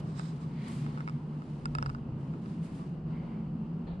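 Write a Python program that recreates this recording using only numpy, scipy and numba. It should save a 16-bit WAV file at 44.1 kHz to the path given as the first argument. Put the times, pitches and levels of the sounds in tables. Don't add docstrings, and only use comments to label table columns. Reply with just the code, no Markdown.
import sys
import numpy as np
from scipy import signal
from scipy.fft import rfft, irfft
from scipy.io import wavfile
from scipy.ndimage import uniform_filter1d
from numba import njit

SR = 44100
rng = np.random.default_rng(int(sys.argv[2]) if len(sys.argv) > 2 else 0)


def to_wav(s):
    ch = np.atleast_2d(s).T
    pcm = np.round(np.clip(ch, -1, 1) * 32767)
    wavfile.write(sys.argv[1], SR, pcm.astype(np.int16))


N = 176400

# time_s, main_hz, main_width_hz, main_db, upper_hz, upper_db
BOOM_PATH = [(0, 153.8, 73, -37, 242, -67), (0.401, 150.4, 29, -39, 220.7, -44.5),
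             (.8, 147, 38, -37, 226.3, -43.5), (1.301, 151.3, 8.1, -36.5, 217.3, -44),
             (1.65, 148, 16, -37.5, 225.5, -44.5), (2.1, 140.3, 41, -38, 231, -45.5),
             (2.547, 164.5, 32, -38.5, 213.2, -42), (3.0, 158.3, 44.5, -36.5, 224.5, -49),
             (3.601, 158.9, 25.5, -39.5, 222, -40), (4.0, 166.3, 24, -38, 227.5, -50)]
# freq_hz, side_over_mid_db
STEREO_WIDTH = [(60, -18), (150, -22.5), (230, -13), (330, -16.5), (590, -6.5), (900, -4), (1280, -0.5),
                (1800, -1), (3200, -6.5), (5800, 0), (10000, 0.5)]
# pitch_hz, t60_s, left_db, right_db, left_lead_rad
CASING_MODES = [(660, .03, -16.5, -16, 3.5), (880, .011, -6.5, -2.5, 2.3), (1116, 0.011, -6, -2, 2.5),
                (1256, 0.031, 0, -3, 2.5), (1433, 0.031, -13.5, -2.5, 3), (1700, 0.029, -15, -11.5, 3.94),
                (2210, 0.013, -12, -10, 4), (2670, 0.014, -8.5, -8, 1.36), (3740, 0.011, -21.5, -12.5, 0.5),
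                (5000, 0.0078, -12, -1, -2), (7160, 0.0076, -19, -9.5, -2), (8160, 0.01, -33, -10, -3),
                (9430, 0.0042, -24.5, -18, -1.5)]
# start_s, level_db, tilt_db_per_octave, accent_hz, accent_db
GRIP_SLIPS = [(0.1925, -47, 6, 7300, 8), (0.1956, -32.5, -0.5, 660, 15), (0.864, -40.5, -1.5, 2200, 14),
              (.975, -36, -4.5, 2200, 6), (0.983, -40, -2.5, 3700, 1), (1.0054, -33.5, -3.5, 2200, 11),
              (1.0763, -30, -3.5, 2200, 12.5), (1.0858, -33, -4, 2200, 11), (1.096, -37, -0.5, 2200, 6),
              (1.42, -41.5, -3.5, 2200, 4), (1.614, -50.5, -6, 870, 3), (1.656, -28.5, 2, 1100, 5),
              (1.751, -25, .5, 2720, 2), (1.785, -24.5, -2.5, 1450, 4), (1.826, -24.5, -2.5, 5000, 4.5),
              (1.8607, -27, -3, 5000, 5), (1.865, -35, -0.5, 1450, 1), (1.8938, -33.5, -3.5, 1100, 1),
              (1.899, -32.5, -2, 2720, 3), (1.9481, -33, -4.5, 5000, 3), (1.984, -46.5, -5, 1240, 2.5),
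              (2.338, -43.5, -3.5, 2200, 10), (2.459, -43, -3, 2200, 2)]

# peak_s, rise_s, fall_s, level_db
SCUFF_CUES = [(.0, 0.022, 0.0086, -56.5), (.36, 0.34, 0.2, -66), (.72, 0.077, 0.13, -57),
              (1.0, 0.14, 0.14, -66), (1.53, 0.2, 0.18, -68), (1.88, 0.15, 0.082, -67),
              (2.23, .04, 0.22, -71), (2.48, 0.043, 0.11, -65), (2.64, 0.013, 0.044, -62.5),
              (2.77, 0.064, 0.1, -64)]
RUB_CUES = [(.1, 0.043, 0.095, -67), (.195, 0.026, 0.032, -55.5), (.28, 0.04, 0.032, -59),
            (.425, 0.017, 0.015, -65)]
DRAG_CUES = [(.16, .1, 0.19, -60), (.42, 0.015, 0.026, -54.5), (.7, 0.055, 0.074, -58),
             (.92, .07, 0.087, -59), (2.82, 0.027, 0.025, -54)]
SWISH_CUES = [(.675, 0.091, 0.036, -56), (.88, .06, .19, -63.5), (2.645, .012, .045, -63),
              (3.18, 0.073, 0.16, -68.5)]
SOLE_SQUEAK_CUES = [(.68, 0.093, .04, -63), (3.18, .05, 0.042, -66), (3.33, .07, .08, -69.5)]
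GRIT_CUES = [(.683, .0018, 0.0069, -57), (.715, .003, .006, -61), (.73, .031, 0.065, -64),
             (2.642, .01, .035, -68), (2.77, .04, 0.03, -70.5)]
BUMP_CUES = [(1.27, 0.073, 0.14, -59), (1.82, 0.13, 0.16, -42.5), (2.1, 0.15, 0.056, -49),
             (2.55, 0.17, 0.19, -55), (3.0, 0.032, 0.58, -52), (3.9, 0.033, 0.069, -41.5)]
SHUFFLE_CUES = [(3.878, 0.0089, 0.062, -53)]

# freq_hz, gain_db
AIR_EQ = [(20, -34), (36, -10.5), (60, -6.5), (100, -6), (200, -8), (300, -8), (400, -13), (620, -21.5),
          (950, -21.5), (1300, -27.5), (1700, -35.5), (2300, -40), (2900, -36.5), (3500, -49),
          (4700, -46.5), (5600, -55.5), (9500, -60), (11500, -80.5), (15000, -75.5)]
SCUFF_EQ = [(500, -20.5), (1200, 5), (2200, 4), (3200, 0.5), (4800, -0.5), (6000, -6), (9300, -7),
            (10500, -16.5), (11500, -29), (14000, -32), (16000, -39)]
RUB_EQ = [(500, -5), (1250, 10), (1800, 5.5), (3000, -3), (3950, 6), (4500, -1.5), (5000, 6), (5900, -5),
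          (8400, 0.5), (9800, -20), (11000, -27), (12200, -23), (14500, -34)]
SWISH_EQ = [(400, -10), (900, 0), (1650, -3.5), (2130, 4.5), (2550, -7), (2850, -4), (3300, -6.5),
            (4800, -8), (5600, -22), (10000, -30.5), (14000, -47)]
GRIT_EQ = [(2000, -16), (6000, -2), (8000, 5.5), (10300, 2), (11500, -11.5), (14500, -15.5), (16000, -30)]
BUMP_EQ = [(20, 6.5), (36, 10), (70, 3), (110, 4.5), (250, -19.5), (500, -17.5), (900, -27), (1500, -58),
           (4000, -82.5)]
SHUFFLE_EQ = [(300, 4), (850, 5), (1600, -8), (3000, -13.5), (4400, -10), (5200, -45), (12000, -54)]


def undb(db):
    return 10 ** (np.asarray(db) / 20)


def unit(x):
    return x / np.sqrt(np.mean(x ** 2))


def equalise(x, curve):
    hz, db = np.array(curve).T
    f = np.maximum(np.fft.rfftfreq(N, 1 / SR), 1)
    gain = undb(np.interp(np.log(f), np.log(hz), db))
    return irfft(rfft(x) * gain * f ** 2 / (f ** 2 + 20 ** 2), N)


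def drift(rate_hz):
    hold = int(SR / rate_hz)
    steps = np.repeat(rng.standard_normal(N // hold + 1), hold)
    return unit(uniform_filter1d(steps, hold)[:N])


def diffuse_noise(curve):
    hz, side_db = np.array(STEREO_WIDTH).T
    total_db = 10 * np.log10(1 + undb(side_db) ** 2)
    mid = equalise(rng.standard_normal(N), np.c_[hz, -total_db])
    side = equalise(rng.standard_normal(N), np.c_[hz, side_db - total_db])
    return unit(equalise(np.array([mid + side, mid - side]), curve))


def swells(cues):
    t = np.arange(N) / SR
    power = 0
    for peak_s, rise_s, fall_s, level_db in cues:
        spread_s = np.where(t < peak_s, rise_s, fall_s)
        power += undb(level_db) ** 2 * np.exp(-((t - peak_s) / spread_s) ** 2)
    return np.sqrt(power)


@njit
def bandpass(x, hz, width_hz):
    y, band_state, low_state = np.empty(len(x)), 0., 0.
    for i in range(len(x)):
        g, damping = np.tan(np.pi * hz[i] / SR), width_hz[i] / hz[i]
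        band = (band_state + g * (x[i] - low_state)) / (1 + g * (g + damping))
        band_state = 2 * band - band_state
        low_state += 2 * g * band
        y[i] = damping * band
    return y


def pitched_noise(hz, width_hz, drive=1):
    hz, width_hz = hz * np.ones(N), width_hz * np.ones(N)
    noise = drive * rng.standard_normal(N)
    return unit(bandpass(bandpass(noise, hz, width_hz), hz, width_hz))


def friction(cues, curve, grain_db=1, grain_hz=181.7):
    return diffuse_noise(curve) * swells(cues) * unit(undb(grain_db * drift(grain_hz)))


def room_resonance(hz, width_hz, steadying=.043):
    ring = pitched_noise(hz, width_hz, drive=1 / np.sqrt(width_hz))
    power = uniform_filter1d(ring ** 2, size=SR // 12)
    return unit(ring / (power + .05) ** steadying)


def ventilation_boom(upper_width_hz=42, side_db=-27.5):
    t = np.arange(N) / SR
    time_s, *columns = np.array(BOOM_PATH).T
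    main_hz, width_hz, main_db, upper_hz, upper_db = (np.interp(t, time_s, c) for c in columns)
    mid, side = (undb(main_db) * room_resonance(main_hz, width_hz)
                 + undb(upper_db) * room_resonance(upper_hz, upper_width_hz) for _ in range(2))
    return mid + undb(side_db) * np.array([side, -side])


def air_wash(level_db=-46, flicker_db=1):
    return diffuse_noise(AIR_EQ) * undb(level_db + flicker_db * drift(rate_hz=13))


def foot_scuffs():
    scuffs = friction(SCUFF_CUES, SCUFF_EQ)
    grit = friction(GRIT_CUES, GRIT_EQ)
    shuffle = friction(SHUFFLE_CUES, SHUFFLE_EQ)
    return scuffs + grit + shuffle


def hand_rubs(right_over_left_db=7.5):
    pan = undb(np.array([[-.5], [.5]]) * right_over_left_db)
    return friction(RUB_CUES, RUB_EQ) * pan


def finger_drags():
    pitch_hz, _, _, _, left_lead_rad = CASING_MODES[2]
    tone = signal.hilbert(pitched_noise(pitch_hz, width_hz=110))
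    return np.real([tone * np.exp(1j * left_lead_rad), tone]) * swells(DRAG_CUES)


def casing_ring(t, tilt_db_per_octave, accent_hz, accent_db, accent_octaves=.14, attack_s=.00021):
    tilt_pivot_hz = CASING_MODES[2][0]
    detune = 1 + .025 * rng.standard_normal(len(CASING_MODES))
    ring = 0
    for k, (hz, t60_s, left_db, right_db, left_lead_rad) in enumerate(CASING_MODES):
        phase = 2 * np.pi * hz * detune[k] * t - k * np.pi / 2
        lift_db = accent_db * np.exp(-(np.log2(hz / accent_hz) / accent_octaves) ** 2)
        tilt_db = tilt_db_per_octave * np.log2(hz / tilt_pivot_hz)
        envelope = undb(lift_db + tilt_db) * np.exp(-np.log(1000) * t / t60_s)
        left = undb(left_db) * np.sin(phase + left_lead_rad)
        right = undb(right_db) * np.sin(phase)
        ring += envelope * np.array([left, right])
    return ring * (1 - np.exp(-t / attack_s))


def grip_creaks(grit_db=-16, grit_s=.003, rebound_db=-15, mean_rebound_s=.003):
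    t = np.arange(SR // 10) / SR
    ticks = np.zeros((2, N + len(t)))
    for start_s, level_db, *timbre in GRIP_SLIPS:
        grit_envelope = np.exp(-t / grit_s) * np.sqrt(2 / (grit_s * SR))
        force = undb(grit_db) * rng.standard_normal(len(t)) * grit_envelope
        force[0] += 1
        force[int(mean_rebound_s * SR * (.5 + rng.random()))] += undb(rebound_db)
        tick = signal.fftconvolve(casing_ring(t, *timbre), force[None], axes=1)[:, :len(t)]
        start = int(start_s * SR)
        ticks[:, start:start + len(t)] += undb(level_db) * tick
    return equalise(ticks[:, :N], [(300, 7), (700, -2), (9500, -4.5), (11500, -19.5)])


def cloth_swishes():
    return friction(SWISH_CUES, SWISH_EQ)


def sole_squeaks(pitch_hz=2105, wander=.016):
    hz = pitch_hz * (1 + wander * drift(rate_hz=25))
    return pitched_noise(hz, width_hz=480) * swells(SOLE_SQUEAK_CUES)


def grip_squeak(peak_s=1, spread_s=.018, level_db=-58, pitch_hz=1360, octaves_per_s=6.1):
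    glide_s = np.clip(np.arange(N) / SR - peak_s, -.1, .1)
    hz = pitch_hz * 2 ** (octaves_per_s * glide_s)
    return pitched_noise(hz, width_hz=320) * swells([(peak_s, spread_s, spread_s, level_db)])


def low_bumps():
    return diffuse_noise(BUMP_EQ) * swells(BUMP_CUES)


def garage_reverb(x, t60_s=.55, wet_db=-32.5, predelay_s=.008):
    t = np.arange(SR) / SR
    dull_noise = signal.lfilter([1], [1, -.6], rng.standard_normal((2, SR)))
    tail = dull_noise * np.exp(-np.log(1000) * t / t60_s) * (t > predelay_s)
    wet = signal.fftconvolve(x, unit(tail) / np.sqrt(SR), axes=1)[:, :N]
    return x + undb(wet_db) * wet


def scene():
    grip = hand_rubs() + grip_creaks() + grip_squeak() + finger_drags()
    feet = foot_scuffs() + sole_squeaks()
    room_tone = ventilation_boom() + air_wash()
    return room_tone + garage_reverb(grip + feet + cloth_swishes()) + low_bumps()


def record(dry, cutoff_hz=14500):
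    return signal.sosfilt(signal.ellip(8, .2, 70, cutoff_hz, fs=SR, output="sos"), dry)


dry = scene()
out = record(dry)
to_wav(out)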